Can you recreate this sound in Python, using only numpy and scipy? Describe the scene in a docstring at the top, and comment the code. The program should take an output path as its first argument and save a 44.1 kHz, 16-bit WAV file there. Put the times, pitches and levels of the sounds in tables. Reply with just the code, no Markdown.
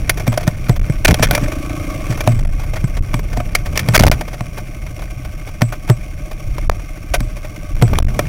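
"""A rocky, overgrown trail: a single-cylinder four-stroke dirt bike creeps down it, heard from a helmet camera in a plastic case.
The engine ticks over: puffs ring the exhaust pipe and noise from the valve gear shakes the case, with one short blip of throttle.
Twigs, stones and loose parts knock as bursts of noise through the case; bumps boom the camera mount as fading tones.
Jolts drive the microphone against its limit, so the sound chokes for instants and the hardest knocks crackle."""
import sys
import numpy as np
from scipy import signal
from scipy.fft import rfft, irfft
from scipy.io import wavfile
from scipy.ndimage import uniform_filter1d

SR = 44100
rng = np.random.default_rng(int(sys.argv[2]) if len(sys.argv) > 2 else 0)


def int16_out(signal):
    """Quantize to a 16-bit WAV file."""
    q = np.round(np.clip(np.atleast_2d(signal).T, -1, 1) * 32767)
    wavfile.write(sys.argv[1], SR, q.astype(np.int16))


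N = 365148
TIME = np.arange(N) / SR

# All levels in the tables are relative; the functions set the loudness of each layer.
# the helmet shaking in the air: time_s, buffeting_db
HELMET_SHAKE = [(0.0, -19), (0.16, -24), (1.31, -18), (1.73, -26.5), (2.42, -21), (3.74, -20), (3.83, -36),
                (4.1, -6.5), (4.22, -29), (6.43, -26), (6.48, -16), (7.03, -30.5), (7.17, -19), (7.54, -31),
                (7.98, -12.5), (8.28, -29)]
# colour of that buffeting: pitch_hz, level_db (per Hz)
BUFFET_SPECTRUM = [(12, -4), (22, -3.5), (34, -1), (50, -14.5), (80, -19), (130, -26), (300, -74)]
# roughness of the trail: time_s, rumble_db
TRAIL_ROUGHNESS = [(0.0, -28.5), (1.11, -30.5), (1.27, -18.5), (1.64, -38), (1.89, -31), (2.28, -28.5),
                   (2.63, -32.5), (3.04, -30.5), (3.62, -31), (4.06, -15.5), (4.24, -32.5), (5.51, -37.5),
                   (6.66, -35.5), (6.9, -38), (7.26, -36), (7.7, -36), (7.93, -21), (8.28, -23.5)]
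# colour of the frame's rumble: pitch_hz, level_db (per Hz)
FRAME_SPECTRUM = [(40, -20), (75, -2), (140, 0), (200, -10), (300, -19), (500, -25), (900, -32),
                  (2000, -55)]
# branches dragging over the helmet: start_s, end_s, pressure_db, slap_db
DRAGGING_BRANCHES = [(1.084, 1.133, 0.5, -22), (3.996, 4.096, 1, -3.5)]
# colour of a branch's flapping: pitch_hz, level_db (per Hz)
FLAPPING_SPECTRUM = [(25, -2), (60, 0), (120, -7), (250, -20), (700, -38)]
# jolts that pump the air in the case: middle_s, half_width_s, pressure (1 = full scale, before the swing is shaped)
AIR_JOLTS = [(.797, 0.025, 2.35), (1.073, 0.017, 2.2), (1.272, 0.016, 0.82), (2.455, 0.11, 1.42),
             (3.009, 0.018, 2.53), (3.98, 0.013, 5.7), (6.697, 0.024, 2.76), (7.186, 0.013, 1.8),
             (7.752, 0.026, 1.78), (8.027, 0.046, 2.6)]
# rocks under the wheels boom the mount and clack the chassis: start_s, boom_db, boom_t60_s (time to fade 60 dB), clack_db
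ROCK_HITS = [(0.277, -11.5, 0.15, -14.5), (.477, -0.5, 0.018, -6), (0.694, -3.5, 0.058, -7),
             (0.898, -7, 0.04, -25.5), (1.195, -13, 0.21, -17.5), (1.424, -13.5, 0.082, -30),
             (2.097, -13, 0.084, -54), (2.274, -14, 0.33, -7.5), (2.841, -7.5, 0.046, -22.5),
             (3.141, -13, 0.098, -11.5), (3.372, -20, 0.15, -19), (3.886, -11, 0.12, -10),
             (4.407, -19.5, 0.072, -21.5), (5.618, -7.5, 0.13, -8), (5.898, 2, 0.058, -5),
             (7.204, -18.5, 0.13, -19), (7.823, 0, 0.077, -5.5)]
# tones of the camera mount: pitch_hz, level_db, ring_share (of the boom's t60)
MOUNT_TONES = [(115.1, 0, 1.49), (142.5, -6.5, 0.67), (232.5, -7, 0.58), (388, 3, 0.037)]
# twigs striking the helmet and handlebar: start_s, crack_db, hollow_body_db, rise_s (time to the peak)
TWIG_KNOCKS = [(.094, -2, -12, 0.0025), (.328, -18, -13, 0.00075), (.374, -14, -14.5, 0.0026),
               (1.047, 2.5, -7.5, 0.0046), (1.079, 0, -2, 0.003), (1.107, -9, -9, 0.0032),
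               (1.142, -6, -9, 0.0013), (1.224, -5.5, -10, 0.0069), (1.31, -0.5, -3, 0.00088),
               (1.349, -6.5, -17, 0.0024), (1.377, -16, -13, 0.0018), (2.205, -16, -18.5, .003),
               (3.192, -23, -18, 0.0018), (3.401, -24.5, -16.5, 0.002), (3.55, -2.5, -17.5, 0.0024),
               (3.755, -20, -24.5, 0.0061), (3.774, -7, -15.5, 0.0018), (3.792, -10.5, -23, 0.003),
               (3.944, -3, -9, 0.012), (3.959, -3.5, -2.5, 0.011), (4.115, 6.5, 2, 0.00037),
               (4.209, -19, -16, 0.0028), (5.722, -23, -22.5, 0.005), (6.581, -22.5, -19.5, 0.0022),
               (6.697, -4, 1, 0.00035), (7.137, -8.5, -14, 0.0053), (7.93, -24, -15, 0.0045),
               (7.986, -5, -4, .0012), (8.191, -9, -5.5, 0.0016)]
# resonances of the camera case: pitch_hz, width_hz, engine_level_db, knock_level_db
CASE_RESONANCES = [(318, 130, -70, -28), (613, 48, 16, -2.5), (710, 26, 10.5, -5), (1138, 56, 9, -20),
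                   (1240, 53, 5, -31), (1526, 95, 4, 12), (1833, 223, -7.5, 11), (2148, 134, 9, 13.5),
                   (2343, 117, 2, 13.5), (3160, 480, -21, 1.5), (4540, 940, -11.5, -1.5),
                   (5560, 306, -0.5, 2.5), (6680, 210, -16.5, -62), (8800, 2400, -14, -14),
                   (9910, 520, -17, -1.5), (13690, 390, -8, 1), (14600, 390, -51, -45)]
# contacts within one engine cycle: position (share of the cycle after firing), width (share of the cycle), strength (no unit)
VALVE_CONTACTS = [(.12, 0.15, 0.19), (.38, 0.45, 0.18), (0.869, 0.096, 0.91)]
# tones of the exhaust pipe: pitch_hz, t60_s (time to fade 60 dB), level_db
PIPE_TONES = [(72, .07, -20), (145, .06, -14), (255, .03, -9), (300, .04, 0)]
# twists of the throttle, one sharp blip and two nudges: top_s, half_width_s, extra_firings_per_s
THROTTLE_TWISTS = [(1.735, .516, 15.5), (3.95, .38, 1.6), (8.28, 1.35, 1.85)]

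IDLE_FIRINGS_PER_S, FIRING_PHASE_CYCLES = 13.85, .17
PUFF_DB, THROTTLE_DB_PER_OCTAVE = -14.7, 11.0
THROTTLE_LEADS_S = 0.07   # the exhaust barks before the revs have caught up
# engine clatter at idle on average ground, its rise with revs, and the share of the trail's swing that it follows
CLATTER_DB, CLATTER_DB_PER_OCTAVE, CLATTER_FOLLOWS = -38.5, 5, 0.29
CLACK_RISE_S, CLACK_HOLLOW_DB = 0.0011, 2   # time to a clack's peak; its body stands this far above its crack
RATTLE_OVER_TRAIL_DB, RATTLE_SPREAD_DB, RATTLE_RISE_S = 3.5, 3.5, 0.0044   # loose parts knocking at random
GRAZE_S, GRAZE_LOSS_DB, GRAZE_RISE_S = 0.0095, 19, 0.0029   # the tyre scrapes a rock just before it hits
SLAPS_PER_S, SLAP_RISE_S = 71, 0.0017   # a dragging branch stutters over the case
JOLT_HZ = 24.25
TOP_CUTOFF_HZ = 15900


def from_db(db):
    """Turn decibels into a plain multiplier."""
    return 10 ** (np.asarray(db) / 20)


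def rms_one(x):
    """Scale to an average power of one."""
    return x / np.sqrt(np.mean(x ** 2) + 1e-20)


def in_time(rows):
    """Draw straight lines between the points of a curve, giving each column at every sample."""
    times, *columns = np.transpose(rows)
    return [np.interp(TIME, times, column) for column in columns]


def add(track, start_s, sound):
    """Mix a sound into a track at a given time."""
    first = max(0, int(start_s * SR))
    track[first:first + len(sound)] += sound[:max(0, N - first)]


def cut(x, hz, kind, order=2):
    """Remove part of the pitch range with a smooth (Butterworth) filter."""
    return signal.sosfilt(signal.butter(order, hz, kind, fs=SR, output="sos"), x)


def coloured(spectrum):
    """Shape white noise to a spectrum, silent outside its range, with an average power of one."""
    hz, db = np.transpose(spectrum)
    bins_hz = np.maximum(np.fft.rfftfreq(N, 1 / SR), 1)
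    gain = from_db(np.interp(np.log(bins_hz), np.log(hz), db, -np.inf, -np.inf))
    return rms_one(irfft(rfft(rng.standard_normal(N)) * gain, N))


def evened(x, size):
    """Take the slow swells out of a noise by dividing by its power over a window of size samples."""
    return x / np.sqrt(uniform_filter1d(x ** 2, size) + 1e-6)


def through_case(x, modes, leak_db, colour_db=0):
    """Ring the case's resonances side by side, plus a direct leak; white noise keeps its power."""
    # an impulse goes through alongside the sound, to find the overall gain
    both = np.stack([x, signal.unit_impulse(len(x))])
    both[1] += 1e-18
    out = from_db(leak_db) * cut(both, [300, 2600], "band", order=1)
    for (hz, width, db), extra_db in zip(modes, np.zeros(len(modes)) + colour_db):
        r = np.exp(-np.pi * width / SR)
        feed = np.array([1, 0, -1]) * (1 - r * r) / 2
        feedback = [1, -2 * r * np.cos(2 * np.pi * hz / SR), r * r]
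        out += from_db(db + extra_db) * signal.lfilter(feed, feedback, both)
    return out[0] / np.linalg.norm(out[1])


def air_buffeting(shake_db, gain_db=10.5):
    """The helmet shakes in the air: low noise that swells and fades with the shaking."""
    return from_db(shake_db + gain_db) * evened(coloured(BUFFET_SPECTRUM), size=7000)


def frame_rumble(trail_db, gain_db=3.0):
    """The frame rumbles: low noise that grows with the roughness of the trail."""
    return from_db(trail_db + gain_db) * evened(coloured(FRAME_SPECTRUM), size=5000)


def gravel(trail_db, per_s=50.0, gain_db=-7.0, spread_db=2.8, fade_s=.004):
    """Small stones and leaves tick at random, as short noise bursts, louder where the ride is rough."""
    tick_size = from_db(spread_db * np.minimum(rng.exponential(1, N), 3))
    ticks = (rng.random(N) < per_s / SR) * tick_size
    fading = signal.lfilter([1], [1, -np.exp(-1 / (fade_s * SR))], ticks + 1e-18)
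    bursts = fading * rng.standard_normal(N)
    modes = np.array(CASE_RESONANCES)[:, [0, 1, 3]]
    dulled = cut(bursts, 2500, "low", order=1)      # they sound from down at the wheels
    return from_db(trail_db + gain_db) * through_case(dulled, modes, leak_db=-50.0)


def jolts():
    """Each jolt is a swing or two of air pressure, too low to hear by itself."""
    out = np.zeros(N)
    for middle_s, width, pressure in AIR_JOLTS:
        away_s = TIME - middle_s
        swell = np.exp(-np.minimum((away_s / width) ** 2, 20))
        out += pressure * np.sin(2 * np.pi * JOLT_HZ * away_s) * swell
    return out


def branches():
    """A branch slaps to and fro on the case: strong low noise that throws the pressure both ways."""
    grip = np.zeros(N)
    for start, end, db, _ in DRAGGING_BRANCHES:
        add(grip, start, from_db(db) * signal.windows.tukey(int(max(end - start, .01) * SR), .2))
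    return grip * evened(coloured(FLAPPING_SPECTRUM), size=3000)


def mount(gain_db=10.5, stiffening=0.33, relax_s=0.0075, attack_s=0.0033, buzz_db=-37.0, buzz_hz=7950.0):
    """The camera mount booms: fading tones start sharp, as if stiffer, and sink in pitch beside a thin buzz."""
    out, t = np.zeros(N), np.arange(SR // 2) / SR
    bent_t = t + stiffening * relax_s * (1 - np.exp(-t / relax_s))
    attack = 1 - np.exp(-t / attack_s)
    for start_s, db, t60, _ in ROCK_HITS:
        fade_db = -60 * t / max(t60, .02)
        colour_db = rng.normal(0, 1.5, len(MOUNT_TONES))
        boom = np.zeros(len(t))
        for (hz, tone_db, share), extra_db in zip(MOUNT_TONES, colour_db):
            boom += from_db(tone_db + extra_db + fade_db / share) * np.sin(2 * np.pi * hz * bent_t)
        hiss = rms_one(cut(rng.standard_normal(len(t)), [buzz_hz - 300, buzz_hz + 300], "band"))
        buzz = hiss * from_db(buzz_db + fade_db / 2)
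        add(out, start_s, from_db(db + gain_db) * attack * (boom + buzz))
    return out


def blows(trail_db, rattle_count=50):
    """List every blow on the case (start_s, crack_db, body_db, rise_s): twigs, rocks, loose parts, branches."""
    clacks = [(s, db, db + CLACK_HOLLOW_DB, CLACK_RISE_S) for s, _, _, db in ROCK_HITS]
    grazes = [(s - GRAZE_S, crack - GRAZE_LOSS_DB, body - GRAZE_LOSS_DB, GRAZE_RISE_S)
              for s, crack, body, _ in clacks]
    times = TIME[-1] * rng.random(rattle_count)
    spread_db = RATTLE_SPREAD_DB * rng.uniform(-0.8, 1, rattle_count)
    levels = np.interp(times, TIME, trail_db) + RATTLE_OVER_TRAIL_DB + spread_db
    rattles = [(s, db, db, RATTLE_RISE_S) for s, db in zip(times, levels)]
    slaps = [(s + rng.normal(0, .002), db, db, SLAP_RISE_S * rng.uniform(.5, 1.5))
             for start, end, _, db in DRAGGING_BRANCHES for s in np.arange(start, end, 1 / SLAPS_PER_S)]
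    return list(TWIG_KNOCKS) + clacks + grazes + rattles + slaps


def knocks(rows, crack_gain_db=-7.0, tail_db=-16.0, tail_s=0.012, boost_db=3.0):
    """Each knock is a brief, gritty scrape into the case with a faint chatter after it."""
    out, t = np.zeros(N), np.arange(SR // 12) / SR
    modes = np.array(CASE_RESONANCES)[:, [0, 1, 3]]
    for start_s, crack_db, body_db, rise in rows:
        u = t / max(rise, 1 / SR)
        shape = u * np.exp(1 - u) + from_db(tail_db) * np.exp(-t / tail_s)
        # all but the very faintest knocks get the full boost
        force = from_db(boost_db * np.clip(6.0 + (crack_db - 9.5) / 10, 0, 1)) * shape
        grit = rms_one(rng.laplace(size=(2, len(t))))
        colour_db = rng.normal(0, 3, len(modes))      # the spot that is struck favours some modes
        # the five lowest resonances make the hollow body, the rest the crack
        crack = through_case(force * grit[0], modes[5:], leak_db=-4.5, colour_db=colour_db[5:])
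        body = through_case(force * grit[1], modes[:5], leak_db=-8.5, colour_db=colour_db[:5])
        add(out, start_s, from_db(crack_db + crack_gain_db) * crack + from_db(body_db) * cut(body, 1020, "low"))
    return out


def engine_speed():
    """Firings per second: the idle, swelling and sinking with each twist of the throttle."""
    speed = IDLE_FIRINGS_PER_S
    for top_s, width, extra in THROTTLE_TWISTS:
        speed = speed + extra * np.exp(-((TIME - top_s) / width) ** 2)
    return speed


def valve_gear(cycles, revs, clatter_db, grain_db=2.5, drone_db=-39.0):
    """Chain and gears hiss and valves clack each cycle, as pulsing noise; with revs two case modes drone."""
    beat = .7
    for position, width, strength in VALVE_CONTACTS:
        from_contact = (cycles - position + .5) % 1 - .5
        beat = beat + strength * np.exp(-(from_contact / width) ** 2)
    grain = from_db(grain_db * rms_one(cut(rng.standard_normal(N), 118, "low")))
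    drive = rms_one(beat * grain * rng.standard_normal(N))
    modes = np.array(CASE_RESONANCES)[:, :3]
    clatter = from_db(clatter_db) * through_case(drive, modes, leak_db=-84.0)
    low_modes = [(hz, width, 0) for hz, width, _ in modes[[1, 3]]]
    drone = from_db(drone_db) * np.maximum(revs, 0) * through_case(drive, low_modes, leak_db=-66.0)
    return clatter + drone


def exhaust(cycles, throttle):
    """One puff a firing rings the pipe, harder as the throttle opens; no two firings are quite alike."""
    out, t = np.zeros(N), np.arange(SR // 10) / SR
    opening = 1 - np.exp(-(t / .008) ** 2)
    fired = np.flatnonzero(np.diff(np.floor(cycles)) > 0)
    for i, chance in zip(fired, rng.standard_normal((len(fired), 2, len(PIPE_TONES)))):
        puff = np.zeros(len(t))
        for (hz, t60, db), level_luck, pitch_luck in zip(PIPE_TONES, *chance):
            tone = np.sin(2 * np.pi * hz * (1 + .035 * pitch_luck) * t)
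            puff += from_db(db + 1.6 * level_luck) * tone * from_db(-60 * t / t60)
        add(out, i / SR, puff * opening * from_db(PUFF_DB + THROTTLE_DB_PER_OCTAVE * throttle[i]))
    return out


def scene():
    """Add the shaking of the ride, the knocks and the engine, as pressure at the microphone."""
    (shake_db,), (trail_db,) = in_time(HELMET_SHAKE), in_time(TRAIL_ROUGHNESS)
    ride = air_buffeting(shake_db) + frame_rumble(trail_db) + gravel(trail_db) + jolts() + branches() + mount()
    hits = knocks(blows(trail_db))

    speed = engine_speed()
    cycles = np.cumsum(speed) / SR - FIRING_PHASE_CYCLES
    revs = np.log2(speed / np.median(speed))      # octaves above the middle (median) speed
    trail_swing_db = trail_db - trail_db.mean()
    clatter_db = CLATTER_DB + CLATTER_DB_PER_OCTAVE * revs + CLATTER_FOLLOWS * trail_swing_db
    throttle = np.interp(TIME + THROTTLE_LEADS_S, TIME, revs)
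    engine = valve_gear(cycles, revs, clatter_db) + exhaust(cycles, throttle)
    return (ride + hits + engine)[None]


def record(dry, limit=0.96, coupling_hz=79.3):
    """The microphone blocks at its limit, a capacitor drains the lows, the converter clips, the top is cut."""
    blocked = dry / (1 + (dry / limit) ** 16) ** (1 / 16)
    drained = cut(blocked, coupling_hz, "high", order=1)
    clipped = np.clip(drained, -1, 1)
    return signal.sosfilt(signal.ellip(10, .1, 80, TOP_CUTOFF_HZ, fs=SR, output="sos"), clipped)


dry = scene()
out = record(dry)
int16_out(out)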